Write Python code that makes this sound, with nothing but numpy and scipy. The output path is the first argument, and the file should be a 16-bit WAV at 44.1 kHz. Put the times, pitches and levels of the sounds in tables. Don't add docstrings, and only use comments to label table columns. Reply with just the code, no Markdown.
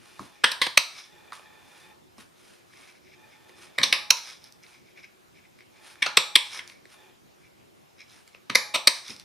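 import sys
import numpy as np
from scipy import signal
from scipy.fft import rfft, irfft, next_fast_len
from scipy.io import wavfile
from scipy.ndimage import uniform_filter1d

SR = 44100
rng = np.random.default_rng(int(sys.argv[2]) if len(sys.argv) > 2 else 0)


def bounce(signal):
    frames = np.transpose(np.atleast_2d(signal))
    limited = np.clip(frames, -1, 1)
    pcm = np.round(limited * 32767).astype(np.int16)
    wavfile.write(sys.argv[1], SR, pcm)


N = 407484

# f/Hz, level/dB per Hz
AIR_SPECTRUM = [(15, -49.5), (25, -16), (97, -0.5), (301, -3), (363, -1.5), (439, -4.5), (503, -5.5),
                (734, -7), (1890, -16), (2480, -16), (10100, -27), (14800, -30.5), (16000, -42.5)]
# f/Hz, correlation (-1 to 1)
AIR_LIKENESS = [(60, -0.029), (240, -0.62), (950, -0.6), (3770, 0.34), (15000, 1)]
AIR_DB, PATCHY_DB = -56, 1.8
HUM_HZ, HUM_WIDTH_HZ = 361, 40
HUM_DB, HUM_WAVER_DB = -72, 4

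# f/Hz, t60/s
ROOM_DECAY = [(300, 0.12), (800, 0.59), (2100, 0.33), (5500, .4), (12000, 0.37)]
# f/Hz, correlation (-1 to 1)
ROOM_LIKENESS = [(100, 0.069), (500, 1), (2000, 0.3), (4400, 0.91), (12000, 0.33)]
# f/Hz, level/dB re mid
SIDE_SPECTRUM = [(100, -1.5), (400, -8.5), (1300, -11), (2400, -19.5), (4400, -19), (8000, -9),
                 (14000, -4.5)]
# f/Hz, level/dB
MIC_RESPONSE = [(25, -14.5), (90, -4), (200, -1.5), (7500, -0.5), (7830, -5.5), (8100, -1), (14000, -1),
                (15000, -3), (16000, -17)]
EDGE_HZ = 16400

# t/s, thump level/dB, scuff level/dB, t60/s
LANDINGS = [(.194, -39, -66, 0.21), (1.33, -66, -50.5, 0.23), (2.182, -47.5, -62.5, 0.22),
            (3.788, -40.5, -69, 0.5), (8.499, -39, -68, 0.23), (9.09, -46.5, -64, .3)]
# f/Hz, level/dB
TABLE_RESPONSE = [(60, -15), (130, -2.5), (260, -2.5), (400, -8.5), (800, -42)]
THUMP_RISE_S = 0.0074

# start t/s, length/s, level/dB
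SPRING_RINGS = [(.45, .32, -66), (3.79, 0.36, -48), (6.03, 0.46, -45.5), (8.56, 0.346, -48),
                (9.13, 0.13, -69)]
# f/Hz, struck level/dB, t60/s, rubbed level/dB
SPRING_PARTIALS = [(838, -1.5, 7.2, 0.5), (1760, -6, 1.5, -3.5), (2385, -1, 1.5, -3.5),
                   (3478, -14, 1.2, -8)]
# start t/s, length/s, level/dB
DRAGS = [(0, 0.42, -63.5), (1.05, 0.9, -59), (3.114, 0.92, -62), (4.361, 0.39, -71), (5.699, 0.35, -62.5),
         (6.897, 0.23, -59.5)]
DRAG_RISE_S, DRAG_FALL_S, DRAG_SKIN_DB = 0.08, 0.03, -1.5
SLACK_PITCH, SLACK_DAMPING = 1.015, 0.067

# strongest moment t/s, level/dB, length/s
SLIPS = [(.02, -71, .12), (.43, -58.5, 0.069), (2.765, -59.5, 0.13), (2.84, -55, 0.033),
         (2.895, -54, 0.052), (2.965, -61, 0.06), (3.075, -60, 0.11), (3.135, -56.5, .05),
         (3.335, -57, .08), (3.67, -65, .1), (3.77, -57, .06), (4.64, -52, 0.03), (4.76, -58.5, 0.12),
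         (4.895, -61.5, 0.11), (4.987, -48, 0.056), (5.043, -46, 0.031), (5.375, -58.5, 0.068),
         (5.45, -58, 0.042), (5.61, -60.5, 0.06), (5.78, -62, 0.11), (6.01, -59, 0.062), (6.7, -57.5, 0.19),
         (6.855, -86, 0.096), (7.455, -63.5, 0.087), (7.6, -70.5, .08), (8.01, -48, 0.061),
         (8.35, -58.5, .06), (8.49, -77, .04)]
# strongest moment t/s, level/dB, length/s
SCRAPES = [(.13, -69, 0.29), (0.364, -61, 0.12), (0.914, -46, .08), (0.987, -37.5, 0.082),
           (1.053, -48.5, 0.085), (3.6, -58, .12), (4.181, -34, 0.042), (4.285, -37, 0.16),
           (4.455, -51, 0.11), (6.464, -41, .1), (6.54, -37, .08), (6.562, -39.5, 0.093),
           (8.125, -55.5, .1), (8.967, -34.5, 0.075), (9.094, -38, 0.12), (9.207, -50.5, 0.052)]
# strongest moment t/s, level/dB, length/s
RUBS = [(0.068, -66.5, 0.2), (0.234, -63.5, .2), (1.78, -66, 0.31), (2.205, -63, 0.064), (2.483, -66, 0.3),
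        (2.831, -65.5, .3), (3.493, -70, 0.071), (3.634, -61, 0.13), (4.697, -67.5, 0.16),
        (5.889, -59, 0.15), (6.58, -60.5, 0.049), (6.703, -64, 0.069), (6.924, -61, 0.083),
        (8.17, -67, .18), (8.282, -72.5, 0.054), (9.116, -75, 0.12)]
RISE_SHARE, ENDS_DB = 0.53, -15
# slot level/dB, die level/dB, skin level/dB
SLIP_MIX = (0, -7, -17.5)
SCRAPE_MIX = (-11, -6, -9.5)
RUB_MIX = (-11, -6.5, 8.2)
# f/Hz, width/Hz, level/dB
SLOT_RESONANCES = [(2260, 490, -5.5), (1850, 230, -19)]
# f/Hz, width/Hz, level/dB
DIE_RESONANCES = [(3586, 350, -6.5), (3930, 700, 0), (5250, 1200, -0.5)]
# f/Hz, level/dB per Hz
SKIN_SPECTRUM = [(150, -23), (500, -9.5), (1200, 0), (2500, -2), (5500, -6.5), (7800, -12), (9500, -5.5),
                 (15000, -29.5)]

# t/s, peak level/dB, knock level/dB, edge level/dB, length/ms,
# place of the climax (0-1), grip (factor on mode pitch), room level/dB
CRUNCHES = [(0.4381, -8, -22, -11.5, 10, 0.45, 0.81, -5.5), (0.514, -23, -3.5, 5, 7.4, 0.6, 1, -6.5),
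            (0.6142, -14, -16.5, -6.5, 10, 0.3, 0.86, -3), (0.6633, -23.5, -6.5, -8, 9.1, .3, 0.91, -11),
            (0.7732, -3, -13.5, -1, 7.54, 0.3, 1.024, -9), (3.781, -16.5, -10, -9.5, 6.2, 0.9, 0.96, -3.5),
            (3.814, -26.5, -17, -17.5, 3.6, 0.3, .97, -6), (3.8289, -10.5, -16.5, -5, 12, 0.56, .95, -6),
            (3.925, -10, -13, -6.5, 7.4, 0.2, .97, -4), (4.1043, -3.5, -8.5, 2.5, 6.36, .08, 1.03, -10),
            (6.0213, -13, -23, -13.5, 7.5, 0.73, .9, -5.5), (6.061, -21, -2, -7.5, 10.5, .05, 1.075, -4.5),
            (6.17, -5, -10.5, -4.5, 7.9, 0.14, .97, -6.5), (6.3545, -3.5, -13, -0.2, 8.5, 0.09, 0.91, -9),
            (6.5904, -30, -37, -13.5, 5.2, 0.23, 0.82, -5), (8.497, -23, -6.5, -8, 4.72, 0.2, 0.98, -4.5),
            (8.5495, -6.5, -11, -3, 9.5, 0.7, 0.95, -6.5), (8.7392, -18, -2.5, -1, 23, 0.35, 0.99, -5),
            (8.872, -3, -12, 2.5, 9, 0.2, 1.007, -10)]
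# t/s, peak level/dB, thud level/dB, knock level/dB, edge level/dB
TAPS = [(0.1928, -32, 3, 30.5, 9), (1.3209, -33.5, -14.5, 11.5, -3), (1.3288, -37, -7, 16, 3),
        (1.394, -46, -9, 9, -5), (2.1811, -47, 5, 19, 14), (2.7363, -51.5, -23, -20, -5),
        (3.493, -50, -4, -13, -3), (4.4406, -45, -17, -8, 33), (4.523, -48.5, -7, -10.5, 26),
        (4.6341, -52, -19, -21, 8), (4.6638, -52, -18, -18, -4), (4.9744, -54, -30, -39, -5),
        (5.588, -53.5, -23.5, -19, -1), (5.6057, -47, -22, -23.5, -14), (5.9554, -50, -8, 3, -8),
        (6.6756, -43, -21, -16, 22), (6.698, -44, -18, -17.5, -9), (6.8542, -46.5, -7, -10, -2),
        (8.2762, -50, -17, 1.5, 5), (8.3468, -43, -9, -7, -18), (9.0804, -40, -45, -24, 9),
        (9.107, -39.5, -5, -38.5, -7), (9.163, -44, -8, -7, 10), (9.1968, -42.5, -21, -13, 12)]
TAP_MS, TAP_CLIMAX, TAP_GRIP = 2.2, 0.175, 0.96
TAP_ROOM_DB, TAP_LEVER_DB = -6.5, -39.5
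PART_CENTRES = [450, 1100, 2300, 4700, 10000]
# nominal f/Hz, level/dB, longest t60/s
HOUSING_MODES = [(132, -16, 0.07), (240, -10.5, 0.025), (386, -8, 0.047), (518, -2, 0.016),
                 (725, -3.5, 0.0057), (1095, -8.5, .015), (1290, -3.5, 0.02), (1720, -5, 0.0025),
                 (2178, -0.5, 0.0021), (2514, -1.5, 0.018), (3160, -8, 0.0069), (3880, -2, 0.0013),
                 (3736, 1.5, .007), (4710, -6.5, .004), (5070, -4, 0.009), (5610, -2.5, .0025),
                 (7330, -6.5, 0.0023), (7700, 0.5, 0.0014), (8800, -0.5, 0.0009), (9860, 1, 0.0011),
                 (13200, -11, 0.00014)]
# nominal f/Hz, t60/s
LEVER_PARTIALS = [(930, .22), (1000, .25), (1070, .18)]
LEVER_SAG_PER_S = 0.35
THUD_DB, SIZZLE_DB, LEVER_DB = -10, -9.5, -14
STRAIN_S = 0.005


def amp(db):
    return 10 ** (np.asarray(db) / 20)


def evened(x):
    return x / np.sqrt(np.mean(x ** 2) + 1e-20)


def read(points, hz):
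    f, value = np.transpose(points)
    return np.interp(np.log(hz + 1), np.log(f + 1), value)


def add(mix, s, sound):
    part = mix[round(s * SR):][:len(sound)]
    part += sound[:len(part)]


def pair(a, b, same):
    same = np.clip(same, -1, 1)[:, None]
    mid = np.sqrt((1 + same) / 2) * a
    side = np.sqrt((1 - same) / 2) * b
    return np.array([mid + side, mid - side])


def coloured(x, points):
    size = next_fast_len(N + 4096)
    gain = amp(read(points, np.fft.rfftfreq(size, 1 / SR)))
    return irfft(rfft(x, size) * gain, size)[..., :N]


def resonance(hz, f, width):
    return 1 / (1 + 2j * (hz - f) / width) ** 2


def gritty(size, grit_db):
    unevenness = np.minimum(rng.exponential(1, size), 5)
    return rng.standard_normal(size) * amp(grit_db * unevenness)


def friction(gain, grit_db, slip_db):
    slips = evened(uniform_filter1d(rng.standard_normal(N), 200))
    excitation = gritty(N, grit_db) * amp(slip_db * slips)
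    return evened(irfft(rfft(excitation) * gain, N))


def air():
    hz = np.fft.rfftfreq(1024, 1 / SR)
    a, b, c, d = rng.standard_normal((4, 513, N // 256 + 5))
    z = pair(a + 1j * b, c + 1j * d, read(AIR_LIKENESS, hz))
    patches = uniform_filter1d(rng.standard_normal(z.shape[1:]), 10, axis=0)
    patches = evened(uniform_filter1d(patches, 12, axis=1))
    z = z * amp(read(AIR_SPECTRUM, hz)[:, None] + PATCHY_DB * patches)
    noise = signal.istft(z, nperseg=1024, noverlap=768)[1][:, :N]
    return amp(AIR_DB) * evened(noise)


def hum():
    hz = np.fft.rfftfreq(N, 1 / SR)
    source, drift = rng.standard_normal((2, N))
    band = evened(irfft(rfft(source) * resonance(hz, HUM_HZ, HUM_WIDTH_HZ), N))
    waver = evened(uniform_filter1d(uniform_filter1d(drift, 5000), 5000))
    return amp(HUM_DB + HUM_WAVER_DB * waver) * band


def room(x):
    taps = np.zeros((2, SR // 2))
    slots = np.arange(260, SR // 2 - 20, 20)
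    at = slots + rng.integers(0, 20, (2, len(slots)))
    np.put_along_axis(taps, at, rng.choice([-1., 1.], at.shape), 1)
    hz, t, z = signal.stft(taps, SR, nperseg=128)
    z = pair(z[0], z[1], read(ROOM_LIKENESS, hz))
    z = z * amp(-60 * t / read(ROOM_DECAY, hz)[:, None])
    z = z * (1 + 0.96 * np.exp(-t / 0.02))
    tail = signal.istft(z, SR, nperseg=128)[1]
    return signal.fftconvolve(x[None], tail / np.linalg.norm(tail[0]), axes=1)[:, :N]


def near(x):
    bounces = rng.standard_normal(130) * np.exp(-np.arange(130) / 62.0)
    bounced = signal.oaconvolve(x, bounces / np.linalg.norm(bounces))[:N]
    side = coloured(bounced, SIDE_SPECTRUM)
    return np.array([x + side, x - side])


def landings():
    levels = np.zeros((2, N))
    t = np.arange(SR // 2) / SR
    for s, thump_db, scuff_db, t60 in LANDINGS:
        rise = np.minimum(t / THUMP_RISE_S, 1)
        add(levels[0], s, amp(thump_db - 60 * t / t60) * rise)
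        add(levels[1], s, amp(scuff_db - 60 * t / t60))
    return levels


def table():
    a, b = (evened(coloured(x, TABLE_RESPONSE)) for x in rng.standard_normal((2, N)))
    return landings()[0] * np.array([a + 0.6 * b, a - 0.6 * b])


def spring():
    out = np.zeros(N)
    for s, length, db in SPRING_RINGS:
        t = np.arange(0, length, 1 / SR)
        ring = np.zeros(len(t))
        for f, struck_db, t60, _ in SPRING_PARTIALS:
            ring += amp(struck_db - 60 * t / t60) * np.sin(2 * np.pi * (f * t + rng.random()))
        fade = np.minimum(np.minimum(t, length - t) / 0.017, 1)
        add(out, s, amp(db) * ring * fade)
    return out


def drags():
    t, level = np.arange(N) / SR, np.zeros(N)
    hz = np.fft.rfftfreq(N, 1 / SR)
    for s, length, db in DRAGS:
        rise, fall = (t - s) / DRAG_RISE_S, (s + length - t) / DRAG_FALL_S
        level += amp(db) * np.clip(np.minimum(rise, fall), 0, 1)
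    coil = sum(amp(db) * resonance(hz, SLACK_PITCH * f, SLACK_DAMPING * f)
               for f, _, _, db in SPRING_PARTIALS)
    rustle = (hz / 300.0) / (1 + (hz / 650.0) ** 2)
    return level * (friction(coil, 3.5, 3.6) + amp(DRAG_SKIN_DB) * friction(rustle, 1.4, 1.5))


def strokes(rows):
    t, level = np.arange(N) / SR, np.zeros(N)
    for s, db, length in rows:
        part = slice(max(round((s - length) * SR), 0), round((s + 2 * length) * SR))
        before = (s - t[part]) / RISE_SHARE
        after = (t[part] - s) / (1 - RISE_SHARE)
        away = np.maximum(before, after) / length
        level[part] += amp(db + ENDS_DB * away ** 2)
    return level


def handling():
    hz = np.fft.rfftfreq(N, 1 / SR)
    envelopes = np.array([strokes(rows) for rows in (SLIPS, SCRAPES, RUBS)])
    slot_level, die_level, skin_level = amp([SLIP_MIX, SCRAPE_MIX, RUB_MIX]).T @ envelopes
    skin_level = skin_level + amp(RUB_MIX[2]) * landings()[1]
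    slot, die = (sum(amp(db) * resonance(hz, f, width) for f, width, db in modes)
                 for modes in (SLOT_RESONANCES, DIE_RESONANCES))
    sliding = slot_level * friction(slot, 2.0, 2.9)
    scraping = die_level * friction(die, 2.9, 4.4)
    rubbing = skin_level * friction(amp(read(SKIN_SPECTRUM, hz)), 1.9, 2.2)
    return sliding + scraping + rubbing


def housing_ring(t, part_db, grip):
    hz, mode_db, t60 = np.transpose(HOUSING_MODES)[:, :, None]
    grip = np.where(hz < 5000, grip, 1)
    detuned = grip * hz * (1 + 0.0083 * rng.standard_normal(hz.shape))
    build_up = 1 - np.exp(-t * hz / 1.2)
    swing = amp(-60 * t / np.minimum(t60, 14 / hz)) * build_up
    swing = swing / np.linalg.norm(swing, axis=1, keepdims=True)
    swing *= amp(2.5 * rng.standard_normal(hz.shape))
    swing[::2] *= -1
    level = amp(mode_db + read(list(zip(PART_CENTRES, part_db)), hz))
    return (level * swing * np.sin(2 * np.pi * detuned * t)).sum(0)


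def lever_ring(t):
    ring = np.zeros(len(t))
    for f, t60 in LEVER_PARTIALS:
        cycles = f * t * (1.02 - LEVER_SAG_PER_S * t) + rng.random()
        ring += amp(-60 * t / t60) * np.sin(2 * np.pi * cycles)
    return ring * np.minimum(t / 0.024, 1) * np.minimum((t[-1] - t) / 0.05, 1)


def blow(db, part_db, ms, climax, grip, lever_db):
    t = np.arange(9000) / SR
    ring = housing_ring(t, part_db, grip)
    ms_now = (np.arange(1700) / SR - STRAIN_S) * 1000
    u = ms_now / ms
    force = np.interp(u, [0, climax, 1], [0.15, 1, 0.6]) * np.exp(-9.0 * np.maximum(u - 1, 0))
    force *= amp(9 * np.minimum(ms_now, 0))
    sound = signal.fftconvolve(force * gritty(1700, 3.5), ring)
    sound *= amp(db) / np.sqrt(uniform_filter1d(sound ** 2, 180).max())
    echo = ring * np.linalg.norm(sound) / np.linalg.norm(ring)
    add(sound, STRAIN_S, amp(db + lever_db) * lever_ring(t))
    return sound, echo


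def punch():
    direct, sent = np.zeros(N), np.zeros(N)
    rows = [(s, db, knock + THUD_DB, knock, edge, ms, climax, grip, knock + LEVER_DB, room_db)
            for s, db, knock, edge, ms, climax, grip, room_db in CRUNCHES]
    rows += [(*row, TAP_MS, TAP_CLIMAX, TAP_GRIP, TAP_LEVER_DB, TAP_ROOM_DB) for row in TAPS]
    for s, db, thud, knock, edge, ms, climax, grip, lever_db, room_db in rows:
        part_db = [thud, knock, 0, edge, edge + SIZZLE_DB]
        sound, echo = blow(db, part_db, ms, climax, grip, lever_db)
        add(direct, s - STRAIN_S, sound)
        add(sent, s + ms / 2000, amp(room_db) * echo)
    return direct, sent


def scene():
    direct, sent = punch()
    hands = handling() + drags()
    close = near(direct + hands + spring())
    reverberant = room(sent + amp(-6.0) * hands)
    return close + table() + reverberant + air() + hum()


def record(dry):
    recent_power = uniform_filter1d((dry ** 2).mean(0), 100, origin=49)
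    power_db = 10 * np.log10(abs(recent_power) + 1e-12)
    fall = np.arange(N) * 35.0 / SR
    held_db = np.maximum.accumulate(power_db + fall) - fall
    over_db = np.maximum(held_db + 11.0, 0)
    ducked = dry / amp(0.44 * uniform_filter1d(over_db, 200, origin=99))
    clipped = coloured(np.clip(ducked, -0.97, 0.97), MIC_RESPONSE)
    low_pass = signal.firwin(511, EDGE_HZ, window=("kaiser", 9), fs=SR)
    return signal.oaconvolve(clipped, low_pass[None], "same")


dry = scene()
out = record(dry)
bounce(out)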